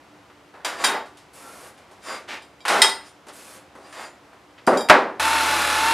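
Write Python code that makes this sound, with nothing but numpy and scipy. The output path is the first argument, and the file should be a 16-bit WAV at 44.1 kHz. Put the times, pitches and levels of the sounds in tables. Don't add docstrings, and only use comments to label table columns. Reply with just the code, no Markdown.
import sys
import numpy as np
from scipy import signal
from scipy.fft import rfft, irfft, next_fast_len
from scipy.io import wavfile

SR = 44100
rng = np.random.default_rng(int(sys.argv[2]) if len(sys.argv) > 2 else 0)


def store_wav(level_fs):
    pcm = np.round(np.clip(np.atleast_2d(level_fs), -1, 1) * 32767)
    wavfile.write(sys.argv[1], SR, pcm.T.astype(np.int16))


N = 261513
TIME = np.arange(N) / SR
RING = TIME[:19200]


def amp(db):
    return 10 ** (np.asarray(db) / 20)


def unit(x):
    return x / np.sqrt(np.mean(x ** 2) + 1e-20)


def read(points, hz):
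    f, value = np.transpose(points)
    return np.interp(np.log(hz + 1), np.log(f + 1), value)


def add(mix, start_s, sound):
    part = mix[max(round(start_s * SR), 0):][:len(sound)]
    part += sound[:len(part)]


def colour(x, spectrum, tilt_db=0):
    size = next_fast_len(len(x), True)
    hz = np.fft.rfftfreq(size, 1 / SR)
    octaves = np.log2(np.clip(hz, 450, 3000) / 1000)
    gain = amp(read(spectrum, hz) + tilt_db * octaves)
    return unit(irfft(rfft(x, size) * gain, size)[:len(x)])


def ringing(modes, t60, spread_db, tilt_db=0, detune=0):
    hz, db = np.transpose(modes)
    luck, shift = rng.standard_normal((2, len(hz)))
    octaves = np.log2(np.maximum(hz, 450))
    share = amp(db + spread_db * luck + tilt_db * octaves)
    detuned_hz = hz * (1 + detune * shift)
    waves = np.sin(2 * np.pi * (detuned_hz[:, None] * RING + rng.random((len(hz), 1))))
    envelope = np.exp(-np.log(1000) * RING / t60) * (1 - np.exp(-RING / 0.00022))
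    return np.sqrt(2) * (share / np.linalg.norm(share) @ waves) * envelope


def wander(rate):
    knots = rng.standard_normal(N // 20)
    return unit(np.interp(TIME * rate, np.arange(len(knots)), knots))


def grit(per_s, spread_db):
    size = amp(spread_db * np.minimum(rng.exponential(1, N), 4)) * rng.choice([-1, 1], N)
    return unit(size * (rng.random(N) < per_s / SR))


def arch(start, length):
    return np.sin(np.pi * np.clip((TIME - start) / length, 0, 1))


def held(start, length, rise_s, fall_s):
    ramp = np.minimum((TIME - start) / rise_s, (start + length - TIME) / fall_s)
    return np.sin(np.pi / 2 * np.clip(ramp, 0, 1)) ** 2


# frequency_hz, t60_s
DECAY = [(100, 0.56), (400, 0.43), (1000, 0.35), (2500, 0.32), (5000, 0.3), (12000, 0.22)]
def die_away(x, stretch=1):
    hz, t, bands = signal.stft(x, SR, nperseg=256)
    t60 = max(stretch, .1) * read(DECAY, hz)[:, None]
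    return signal.istft(bands * amp(-60 * t / t60), SR, nperseg=256)[1][:len(x)]


def workshop(x, wet_db):
    tail = die_away(rng.standard_normal(len(RING))) * (RING > .004)
    return x + amp(wet_db) * signal.oaconvolve(x, tail / np.linalg.norm(tail))[:N]


# frequency_hz, relative_db
AIR = [(15, -77.5), (25, -45), (64, -8), (239, -9), (266, -13), (297, 4.5), (322, -21.5), (349, -1.5),
       (388, -9.5), (702, -7.5), (1050, -9), (1530, -13), (1660, -14.5), (1900, -14.5), (15500, -38)]
def room_tone():
    air = amp(-52) * colour(rng.standard_normal(N), AIR) * amp(.5 * wander(rate=6.1))
    return signal.sosfilt(signal.butter(2, 12500, fs=SR, output="sos"), air)


# frequency_hz, relative_db
KNOCK = [(40, -44), (110, -25), (160, -17.5), (230, -5.5), (480, -1), (660, 3), (850, 1), (1150, 1.5),
         (1800, -3), (2800, -14), (5000, -25), (9000, -42.5), (16000, -57)]
CRACK = [(300, -18.5), (1500, -1.5), (3000, 0.5), (4500, -1), (6500, -3), (9500, -3.5), (12000, -11.5),
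         (15500, -30)]
# pitch_hz, relative_db
BENCH_MODES = [(306.8, -44.5), (393.0, -32.5), (479.1, -37), (554.5, -38.5), (592.2, -46.5), (737.5, -34.5),
               (791.3, -41), (829.0, -34), (915.2, -36), (995.9, -36), (1174, -35.5), (1362, -44.5),
               (1443, -37), (1518, -43.5), (1642, -50), (1825, -46), (1981, -53), (1997, -44)]
def knock(knock_db, tilt_db, crack_db, stretch):
    direct = 1 + .5 * np.exp(-RING / 0.0007)
    rise = 1 - np.exp(-RING / 0.00053)
    body, contact = rng.standard_normal((2, len(RING)))
    dense = amp(knock_db) * colour(body, KNOCK, tilt_db) + amp(crack_db) * colour(contact, CRACK)
    bench = amp(knock_db - 9.5) * ringing(BENCH_MODES, t60=1.35, spread_db=3.5, tilt_db=tilt_db)
    return rise * (amp(-1.5) * direct * die_away(dense, stretch) + die_away(bench, 1.68 * stretch))


def thin_bass(x):
    return signal.sosfilt(signal.butter(4, 140, "high", fs=SR, output="sos"), x)


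# start_s, knock_db, tilt_db_per_octave, crack_db, decay_factor
BLOWS = [(.299, -48.5, 2, -69, 0.66), (0.539, -43.5, 0, -65, 3.3), (.647, -24, 6, -29, 1.3),
         (.839, -17, 6, -21.5, 1.2), (1.058, -63, 6, -53.5, 1.1), (1.171, -64, 5, -48.5, 1.1),
         (1.776, -51, 4, -54, 1.2), (1.911, -50, -3, -54.5, 1.3), (2.652, -24, 5.5, -33.5, 2.8),
         (2.68, -19.5, 7, -24.5, 1.5), (2.819, -17.5, 8, -15.5, 0.94), (2.846, -20, 2.5, -36.5, 0.65),
         (3.268, -41.5, -3.5, -49.5, 0.72), (3.283, -41, 0.5, -43, 0.8), (3.752, -40.5, -3.5, -55, 1.6),
         (3.926, -40, 7, -47, 1.4), (4.33, -48, 0, -63.5, 0.7), (4.579, -47, 12, -65, .85),
         (4.667, -41.5, 12, -39.5, 1.4), (4.674, -7.5, -6, -33.5, 0.63), (4.887, -20, 9, -25, 0.26),
         (4.8974, 0, 5.5, -16, .25), (4.904, -4.5, 0.5, -34.5, 1.23)]
def blows():
    out = np.zeros(N)
    for start, *blow in BLOWS:
        add(out, start, knock(*blow))
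    return out


# pitch_hz, relative_db
HELD_MODES = [(2347, -43.5), (3117, -52.5), (3246, -42), (3580, -55.5), (3758, -40), (3898, -46.5),
              (4689, -57), (4802, -37), (4947, -59), (5308, -46), (5911, -46.5), (7117, -44.5), (7510, -48),
              (8048, -55), (8667, -61), (9249, -47.5), (9539, -51), (11832, -57), (12500, -62.5)]
FLAT_MODES = [(893.6, -32.5), (995.9, -48.5), (1373, -42.5), (1992, -27.5), (2369, -50.5), (2724, -55),
              (3257, -28), (3741, -30.5), (4161, -28), (4570, -50.5), (4721, -49), (4947, -48), (5071, -32),
              (5211, -31), (5362, -44), (5410, -57), (6126, -47), (7074, -44.5), (7510, -42.5), (8333, -34),
              (9087, -37), (9222, -43.5), (9582, -50.5), (9641, -39.5), (9959, -49.5), (11800, -44)]
# start_s, held_db, flat_db, tilt_db_per_octave
TAPS = [(0.647, -29, -42, 3.5), (.844, -17, -32, 3.5), (.95, -59, -30.5, -10.5), (2.421, -51.5, -56, 3),
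        (2.605, -49, -72, -3.5), (2.681, -34, -28.5, 2.5), (2.818, -18, -8, 1), (2.846, -51, -17.5, -7.5),
        (2.894, -33, -31, 3), (4.667, -34, -55, 8.5), (4.773, -31, -62.5, 2.5), (4.807, -31.5, -60, -0.5),
        (4.901, -30, -30, -1)]
def square():
    out = np.zeros(N)
    for start, held_db, flat_db, tilt_db in TAPS:
        for modes, db in (HELD_MODES, held_db), (FLAT_MODES, flat_db):
            clash = ringing(modes, t60=.13, spread_db=2, tilt_db=tilt_db, detune=.005)
            free = ringing(modes, t60=.3, spread_db=2.5, tilt_db=tilt_db)
            add(out, start, amp(db) * (amp(2) * clash + amp(-6) * free))
    return out


# start_s, length_s, knock_db, tilt_db_per_octave, crack_db
RATTLES = [(.665, 0.2, -33.5, 0.5, -44), (0.864, 0.1, -22, 1, -63), (2.689, 0.11, -16, 1.5, -26.5),
           (4.7, 0.063, -14.5, -5, -39.5)]
def rattles(gap_s=.008, settle_db_per_s=38):
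    out = np.zeros(N)
    for start, length, knock_db, tilt_db, crack_db in RATTLES:
        corners = [knock(knock_db, tilt_db, crack_db, stretch=0.89) for _ in range(3)]
        for k, jitter in enumerate(rng.random(size=40)):
            delay = (k + jitter) * gap_s
            if delay < length:
                add(out, start + delay, amp(-5.5 - settle_db_per_s * delay) * corners[k % len(corners)])
    return out


# start_s, length_s, rumble_db, hiss_db
SLIDES = [(0.76, .12, -28.5, -35), (2.001, 0.22, -30.5, -37.5), (3.026, 0.087, -65, -47.5),
          (3.77, 0.21, -48.5, -53), (3.905, 0.2, -35.5, -40.5)]
def slides():
    slips = grit(per_s=1800, spread_db=-1)
    rumble = colour(slips, KNOCK, tilt_db=0.9)
    modes = ringing(HELD_MODES, t60=.3, spread_db=2, tilt_db=6)
    ring = unit(signal.oaconvolve(slips, modes)[:N])
    hiss = amp(-5.5) * colour(slips, CRACK) + amp(-4.5) * ring
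    out = np.zeros(N)
    for start, length, rumble_db, hiss_db in SLIDES:
        speed = arch(start, length)
        out += amp(rumble_db) * speed ** 2.9 * rumble + amp(hiss_db) * speed ** 1.46 * hiss
    return out


# frequency_hz, relative_db
FELT = [(880, -38), (1500, -4), (1930, -10.5), (2490, -8), (2720, -9.5), (6300, -9.5), (9960, -6.5),
        (11500, -8.5), (15500, -30)]
# start_s, length_s, drum_db, hiss_db
STROKES = [(1.325, 0.4, -43.5, -47.5), (3.32, 0.29, -46.5, -46)]
def marker():
    fibres = grit(per_s=3800, spread_db=0)
    drum = amp(-3.5) * colour(fibres, KNOCK, tilt_db=-4.4)
    hiss = colour(fibres, FELT)
    squeak_hz = 1362 + 30 * wander(rate=240)
    squeak = unit(np.sin(2 * np.pi * np.cumsum(squeak_hz) / SR))
    out = amp(-42.5) * arch(start=1.41, length=.14) * squeak
    for start, length, drum_db, hiss_db in STROKES:
        out += amp(drum_db) * held(start, length, rise_s=.053, fall_s=.058) * drum
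        out += amp(hiss_db) * held(start, length, rise_s=.017, fall_s=.058) * hiss
    return out


# frequency_hz, relative_db
SWISH = [(120, -53), (200, -15), (357, -6.5), (459, -8.5), (980, -4), (1090, -7), (2250, -3.5), (5360, -16),
         (10800, -29.5), (15000, -44)]
def arm_swish():
    envelope = amp(-34.5) * held(start=2.272, length=.15, rise_s=.022, fall_s=.1)
    return envelope * colour(grit(per_s=7400, spread_db=3), SWISH)


# frequency_hz, relative_db
CUTTING = [(65, -61), (110, -22.5), (232, -24.5), (316, -20), (414, -17), (576, -10.5), (769, -10.5),
           (871, -6), (966, -9.5), (1400, -10), (1910, -12.5), (2610, -11), (2950, -16), (7500, -21.5),
           (10900, -21), (15500, -43)]
# centre_hz, width_hz, relative_db
HOUSING = [(323.4, 34, -22), (1116, 96, -16.5), (1414, 140, -9.5), (1718, 41, -15.5), (2800, 170, -28),
           (2210, 60, -22), (3370, 130, -26), (3810, 620, -19)]
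# time_s, pitch_hz
GEAR_SPEED = [(5.2, 875.4), (5.34, 906), (5.632, 842.5), (5.722, 849), (5.902, 912.6), (5.93, 906)]
# frequency_ratio, relative_db
WHINE = [(1, -0.5), (1.29, -16.5), (2, -19), (3, -13.5), (4, -24)]
def shears(teeth=23, free_hz=913):
    whine_hz = np.interp(TIME, *np.transpose(GEAR_SPEED))
    whine_db = -20.5 + 0.14 * (whine_hz - free_hz)
    mesh = np.cumsum(whine_hz * (1 + 0.001845 * wander(rate=90))) / SR
    stroke = mesh / teeth
    whine = np.sqrt(2) * sum(amp(db) * np.sin(2 * np.pi * ratio * mesh) * (1 + 0.12 * wander(rate=86))
                             for ratio, db in WHINE)
    shake = amp(-46.5) * unit(np.sin(4 * np.pi * stroke))
    bite = 1 + 0.63 * np.exp(-(stroke % 1) / 0.14) + 0.043 * np.cos(4 * np.pi * mesh)
    flaws = rng.standard_normal(1024)
    repeating = np.interp(stroke % 1 * len(flaws), np.arange(len(flaws)), flaws)
    tearing = grit(per_s=12000, spread_db=1.2)
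    drive = bite * (tearing + 0.7 * repeating)
    clatter = amp(-2.1) * colour(workshop(drive, wet_db=-11.5), CUTTING)
    for hz, width, db in HOUSING:
        clatter += amp(db) * unit(signal.lfilter(*signal.iirpeak(hz, hz / width, SR), drive))
    return amp(whine_db) * whine + amp(-21.5) * clatter + shake


# frequency_hz, side_minus_mid_db
PORTS = [(100, -38.5), (1000, -62.5), (4000, -64.5), (7500, -38), (9000, -12.5), (12000, -8.5),
         (15000, -22.5)]
# frequency_hz, relative_db
HISS = [(30, -18.5), (300, 4.5), (2000, 0), (6000, -14), (11500, -12.5), (15500, -31)]
def stereo_ports(mid):
    scatter = rng.standard_normal(800)
    size = next_fast_len(N + len(scatter), True)
    side_gain = amp(read(PORTS, np.fft.rfftfreq(size, 1 / SR)))
    difference = rfft(scatter / np.linalg.norm(scatter), size) * side_gain
    side = irfft(rfft(mid, size) * difference, size)[:N]
    side += amp(-63.5) * colour(rng.standard_normal(N), HISS)
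    return np.array([mid + side, mid - side])


def scene(shears_start_s=5.197):
    air = room_tone()
    marking = thin_bass(blows() + rattles())
    marking += workshop(square(), wet_db=-12)
    marking += amp(-4.5) * workshop(slides() + marker(), wet_db=-1)
    marking += workshop(arm_swish(), wet_db=-6)
    return stereo_ports(air + np.where(TIME < shears_start_s, marking, shears()))


def record(dry):
    clipped = np.clip(dry, -1, 1)
    centred = signal.sosfilt(signal.butter(1, 25, "high", fs=SR, output="sos"), clipped)
    lowpass = signal.firwin(511, 15700, window=("kaiser", 9), fs=SR)
    return signal.oaconvolve(centred, lowpass[None], "same")


dry = scene()
out = record(dry)
store_wav(out)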